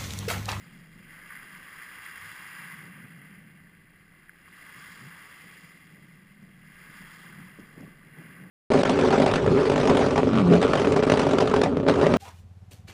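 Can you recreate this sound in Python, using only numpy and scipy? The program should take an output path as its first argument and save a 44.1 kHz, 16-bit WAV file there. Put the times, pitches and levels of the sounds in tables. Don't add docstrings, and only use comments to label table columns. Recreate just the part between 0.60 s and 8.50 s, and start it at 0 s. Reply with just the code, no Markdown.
import sys
import numpy as np
from scipy import signal
from scipy.io import wavfile
from scipy.ndimage import uniform_filter1d

SR = 44100
rng = np.random.default_rng(int(sys.argv[2]) if len(sys.argv) > 2 else 0)


def generate_wav(sig):
    pcm = np.round(np.clip(np.atleast_2d(sig).T, -1, 1) * 32767).astype(np.int16)
    wavfile.write(sys.argv[1], SR, pcm)


N = 348390
TIME = np.arange(N) / SR


def from_db(db):
    return 10 ** (np.asarray(db) / 20)


def rms_one(x):
    return x / np.sqrt(np.mean(x ** 2) + 1e-20)


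def gain_curve(rows):
    t, level_db = np.transpose(rows)
    return from_db(np.interp(TIME, t, level_db))


def cut(x, hz, kind, order=2):
    return signal.sosfilt(signal.butter(order, hz, kind, fs=SR, output="sos"), x + 1e-18)


def resonance(x, hz, width_hz):
    return signal.lfilter(*signal.iirpeak(hz, hz / width_hz, fs=SR), x + 1e-18)


def noise():
    return rng.standard_normal(N)


def drift(rate):
    steps = rng.standard_normal(4000)
    return rms_one(np.interp(TIME * rate * 2, np.arange(len(steps)), steps))


def evened(x, seconds):
    return x / np.sqrt(uniform_filter1d(x ** 2, int(seconds * SR)) + 1e-20)


def grains(per_s, spread_db):
    size_db = spread_db * np.minimum(rng.exponential(1, N), 4)
    clicks = from_db(size_db) * rng.choice([-1, 1], N)
    return clicks * (rng.random(N) < per_s / SR)


def bubbles(per_s, spread_db, low_hz, high_hz, q, count=16):
    clicks = grains(per_s, spread_db)
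    dealt = rng.integers(0, count, N)
    out = np.zeros(N)
    for k, hz in enumerate(np.linspace(low_hz, high_hz, count)):
        out += resonance(clicks * (dealt == k), hz, hz / q) / np.sqrt(hz)
    return rms_one(out)


def swell_db(start_s, hold_s, attack_db_per_s, fall_db_per_s):
    attack = attack_db_per_s * np.minimum(TIME - start_s, 0)
    release = fall_db_per_s * np.maximum(TIME - start_s - hold_s, 0)
    return attack - release


# (f/Hz, width/Hz, lift/dB)
CASE_RESONANCES = [(1162, 190, 13.5), (1605, 230, 10.5), (2041, 181, 24.5), (2410, 58, 4.5),
                   (2764, 118, 10.5), (3258, 198, 13), (4040, 120, 3.5), (4800, 135, 8.5),
                   (5187, 550, 12.5)]


def case(x):
    x = cut(x, 1050, "low", order=1)
    for hz, width_hz, lift_db in CASE_RESONANCES:
        x = x + (from_db(lift_db) - 1) * resonance(x, hz, width_hz)
    return x


# (t/s of breaking, attack/dB per s, crest collapse/s, run-up on the stones/s,
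#   level/dB, growth as it nears/dB per s, dying speed/dB per s, extra crash level/dB)
WAVES = [(-0.66, 55, .25, .36, -57, 0, 14, 2.2), (0.51, 100, 1.56, .04, -53.4, 3.8, 34, -2.5),
         (3.38, 25, .2, .02, -67.5, 0, 15, -5), (4.03, 42, .46, .4, -53, 1.4, 15.5, .5),
         (6.21, 50, .5, .02, -53.7, 0, 15, -.3), (7.57, 80, .17, .02, -57.3, 7, 30, -7)]
CRASH_ARCH_DB, CRASH_PEAKS_AT = 4.0, .74
BACKWASH_FALL_DB_PER_S = 17


def surf(size_db, lag_s, run_up_share, fall_share, crash_share, backwash_db, calm_db):
    power = from_db(calm_db) ** 2
    for s, attack, collapse_s, run_up_s, db, growth, fall, crash_db in WAVES:
        age = np.clip(TIME - s - lag_s, 0, collapse_s)
        hold_s = collapse_s + run_up_share * run_up_s
        arch = np.interp(age / collapse_s, [0, CRASH_PEAKS_AT, 1], [0, 1, 0])
        wash_db = swell_db(s + lag_s, hold_s, attack, fall * fall_share)
        drain_db = swell_db(s + lag_s, hold_s, attack, BACKWASH_FALL_DB_PER_S * fall_share)
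        shape_db = np.maximum(wash_db, backwash_db + drain_db)
        burst_db = crash_share * (crash_db + CRASH_ARCH_DB * arch)
        power = power + from_db(db + size_db + shape_db + growth * age + burst_db) ** 2
    return np.sqrt(power)


# (lowest f/Hz, highest f/Hz of the band,
#   bursts per s at the height of a wave, size spread/dB, surge depth/dB, level against the wave/dB)
BUBBLES = [(747, 1402, 3400, 3, 1.0, -4.8), (1433, 1902, 4200, 3, 0.8, -0.6),
           (1850, 3096, 8500, 3, 0.7, -0.2), (3176, 6600, 10000, 2.5, 0.7, -9.3)]
# (lag/s, share of the run-up it lasts,
#   dying speed as a share of the wave's, share of the crash, backwash level/dB, level between waves/dB)
RESPONSE = [(.05, .25, 1.05, .25, -7, -73), (.01, 0, 1.05, 0, -3, -67), (0.0, .95, 1.05, 0, -2.4, -64.3),
            (.01, 1.0, 1.15, 1, -4.3, -77.2)]
# (t/s, half length/s, swell level/dB)
SLAMS = [(0.75, .06, 2.6), (0.95, .04, 1.5), (1.225, .02, 1.5), (1.46, .035, 2.0), (1.67, .06, 1.8),
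         (1.97, .06, 1), (2.4, .08, 1.0), (2.71, .15, 2.4), (4.2, .06, 1.2), (6.37, .05, 1.3),
         (7.25, .1, 1.5)]


def foam():
    slams_db = np.zeros(N)
    for s, half_s, db in SLAMS:
        slams_db += db * np.exp(-np.minimum(((TIME - s) / half_s) ** 2, 20))
    shared_surge = drift(7.8)
    out = np.zeros(N)
    for response, (low_hz, high_hz, per_s, spread_db, surge_db, size_db) in zip(RESPONSE, BUBBLES):
        level = surf(size_db, *response) * from_db(slams_db)
        burst_rate = per_s * np.sqrt(level / level.max())
        bursts = bubbles(burst_rate, spread_db, low_hz * 0.86, high_hz * 1.092, q=4.5)
        sound = evened(cut(case(bursts), [low_hz, high_hz], "band", order=3), .1)
        surge = 0.7 * shared_surge + 0.65 * drift(24)
        out += level * from_db(surge_db * surge) * sound
    return out


SLOSH_LAG_S, SLOSH_LINGERS_S = .03, .42
SLOSH_ATTACK_DB_PER_S, SLOSH_FALL_DB_PER_S = 40, 17
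SLOSH_CALM_DB, SLOSH_DB = -73.2, -66.2
SLOSH_FOLLOWS = .9


def slosh():
    largest_db = np.array(WAVES)[:, 4].max()
    heave_power = from_db(SLOSH_CALM_DB) ** 2
    for s, _, collapse_s, _, db, *_ in WAVES:
        hold_s = collapse_s + SLOSH_LINGERS_S
        shape_db = swell_db(s + SLOSH_LAG_S, hold_s, SLOSH_ATTACK_DB_PER_S, SLOSH_FALL_DB_PER_S)
        wave_db = SLOSH_DB + SLOSH_FOLLOWS * (db - largest_db)
        heave_power = heave_power + from_db(wave_db + shape_db) ** 2
    gurgle = bubbles(per_s=2800, spread_db=2.5, low_hz=269, high_hz=903, q=3.2)
    gurgle = evened(cut(gurgle, 280, "low", order=1), 0.17)
    low_murmur = from_db(-70) * rms_one(cut(noise(), [60, 125], "band"))
    high_murmur = from_db(-71) * rms_one(cut(noise(), [220, 340], "band"))
    return np.sqrt(heave_power) * gurgle + low_murmur + high_murmur


def trickle():
    fizz = cut(grains(per_s=12000, spread_db=2.2), [3600, 5100], "band")
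    return from_db(-81) * rms_one(fizz)


# (t/s, level/dB)
BREEZE = [(0.0, -55), (0.29, -56), (1.03, -67), (1.69, -68), (1.93, -63), (2.17, -54), (2.57, -54),
          (3.36, -64), (3.8, -66), (4.39, -60), (4.67, -66), (5.33, -61), (5.46, -58), (6.6, -60)]
BREEZE_LIFT_DB, FLUTTER_DB = 3.2, 1.3


def breeze(gust_boom):
    ringing = resonance(resonance(noise(), 167, 42), 176.4, 98)
    steady = gain_curve(BREEZE) * from_db(BREEZE_LIFT_DB + FLUTTER_DB * drift(12))
    return np.hypot(steady, gust_boom) * evened(ringing, .08)


# (t/s, level/dB)
RUMBLE = [(0.0, -71), (0.33, -64), (2.18, -84), (3.34, -70), (4.95, -80), (6.49, -64), (6.53, -72),
          (7.46, -65), (7.55, -78), (7.9, -79)]


def rumble():
    swings = cut(resonance(noise(), 26, 8), 34, "low")
    return gain_curve(RUMBLE) * from_db(0.8) * evened(swings, 0.24)


# (t/s of the peak, rise/s, fall/s, boom level/dB, rush drive level/dB)
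GUSTS = [(0.07, .02, .05, -61, -66), (0.94, .025, .07, -52.5, -74), (1.65, .02, .025, -55, -66),
         (2.0, .025, .09, -52.5, -74), (2.27, .04, .04, -60, -60), (2.41, .015, .015, -51, -76),
         (4.47, .045, .015, -47, -63), (4.84, 0.012, .05, -52, -62), (5.04, .02, .03, -53, -72),
         (5.33, .03, .14, -55, -65), (5.83, .03, .06, -51, -71), (6.29, .02, .02, -50, -76),
         (6.405, .015, .04, -48, -74), (6.68, .03, 0.04, -58, -61), (6.80, 0.05, 0.075, -44, -66),
         (6.988, 0.0024, 0.055, -51.5, -52.5), (7.178, 0.018, 0.095, -50, -52),
         (7.245, .025, .025, -44, -62), (7.47, 0.015, 0.023, -64, -63.5), (7.58, 0.025, .13, -47, -54),
         (7.83, 0.04, 0.08, -46.5, -57.5)]


def boom_and_rush():
    boom, rush = np.zeros(N), np.zeros(N)
    for s, rise_s, fall_s, boom_db, rush_db in GUSTS:
        distance = np.maximum((s - TIME) / rise_s, (TIME - s) / fall_s)
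        shape = np.exp(-np.minimum(distance, 20))
        boom += from_db(boom_db) * shape
        rush += from_db(rush_db) * shape
    return boom, rush


# (t/s of the start, envelope peak level/dB, f/Hz)
BUFFETS = [(6.9867, -42, 365), (6.995, -39.5, 207), (7.018, -43, 150), (7.176, -42, 300),
           (7.207, -34.5, 228), (7.225, -39, 211), (7.242, -44, 180), (7.276, -38.5, 212)]


def gusts(force):
    rush = cut(grains(per_s=1800, spread_db=4.0), [215, 360], "band", order=1)
    rush = cut(cut(rush, 820, "low"), 150, "high")
    rush = evened(rush, 0.071)
    hiss = rms_one(cut(case(noise()), 4000, "high"))
    flutter = from_db(1.0 * drift(50))
    out = force * flutter * (from_db(1.0) * rush + from_db(-16) * hiss)
    for s, peak_db, hz in BUFFETS:
        cycles = np.clip((TIME - s) * hz, 0, 20)
        swell = cycles / 0.64
        envelope = swell ** 2 * np.exp(2 - 2 * swell)
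        out += from_db(peak_db) * envelope * np.sin(2 * np.pi * cycles)
    return out


# (t/s, peak level/dB)
DROPS = [(0.562, -58), (0.577, -52), (1.141, -56), (1.6136, -45), (2.375, -56), (2.799, -59), (2.837, -57),
         (4.0934, -52), (4.1586, -46), (4.3275, -50), (4.4695, -47.5), (5.83, -55), (5.907, -58),
         (6.0735, -57), (6.689, -51), (6.851, -54.5), (6.996, -52), (7.003, -51), (7.2075, -48.5),
         (7.21, -51)]


def drops():
    tick = cut(resonance(signal.unit_impulse(256), 5300, 900), 3500, "high")
    clicks = np.zeros(N)
    for s, peak_db in DROPS:
        clicks[int(s * SR)] = from_db(peak_db)
    return np.convolve(clicks, tick / np.abs(tick).max())[:N]


# (t/s, peak level/dB, f/Hz, longest spread of touches/s)
CLACKS = [(0.7045, -34, 1420, 0.0045), (0.72, -35, 1600, .006), (0.752, -39, 1750, .004),
          (0.7655, -33, 1650, .009), (0.825, -36, 1600, .008), (1.128, -40, 1790, 0.011),
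          (1.218, -35.5, 1850, .012), (1.458, -33, 1900, .011), (1.575, -35.5, 1800, .007),
          (1.681, -40.5, 1910, .003), (1.9865, -36, 1850, 0.0076), (2.099, -37, 1900, .004),
          (2.137, -36, 1750, 0.0063), (2.19, -41, 1900, .004), (2.402, -41.5, 1880, 0.0044),
          (3.6936, -37, 1700, 0.003), (3.879, -42.5, 1050, 0.0097), (6.725, -42.5, 1650, 0.0072)]


def pebbles(count=4):
    out = np.zeros(N)
    for s, peak_db, hz, length_s in CLACKS:
        touches = np.zeros(2048)
        later = rng.uniform(.3, 1, count - 1)
        touches[0] = 1
        touches[(later * length_s * SR).astype(int)] = from_db(-7 * later)
        knock = case(resonance(resonance(touches, hz, 600), hz, 1100))
        at = int(s * SR)
        out[at:at + len(knock)] += from_db(peak_db) * knock / np.abs(knock).max()
    return out


# (t/s of the middle, half length/s, mid f/Hz, peak level/dB)
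THUDS = [(1.65, 0.072, 99, -55.5), (4.18, 0.024, 127, -54), (4.33, 0.035, 100, -62.5),
         (4.46, 0.045, 142, -46), (6.83, 0.027, 116, -56)]


def thuds():
    out = np.zeros(N)
    for s, half_s, hz, db in THUDS:
        t = np.clip((TIME - s) / half_s, -4, 4)
        phase = 2 * np.pi * (hz * half_s * t * (1 + 0.086 * t) + rng.random())
        out += from_db(db) * np.exp(-t ** 2) * np.sin(phase)
    return out


def scene():
    water = foam() + slosh() + trickle() + drops() + thuds()
    boom, rush = boom_and_rush()
    wind = breeze(boom) + rumble() + gusts(rush)
    return (water + wind + pebbles())[None, :]


HOLD_HZ, CUTOFF_HZ = 12000, 15400


def record(dry):
    coarse = signal.resample_poly(cut(dry, 6470, "low", order=8), HOLD_HZ, SR, axis=1)
    held = np.repeat(coarse, 4, axis=1)
    out = signal.resample_poly(held, SR, 4 * HOLD_HZ, axis=1)[:, :N]
    return signal.sosfilt(signal.ellip(10, .2, 70, CUTOFF_HZ, fs=SR, output="sos"), out)


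dry = scene()
out = record(dry)
generate_wav(out)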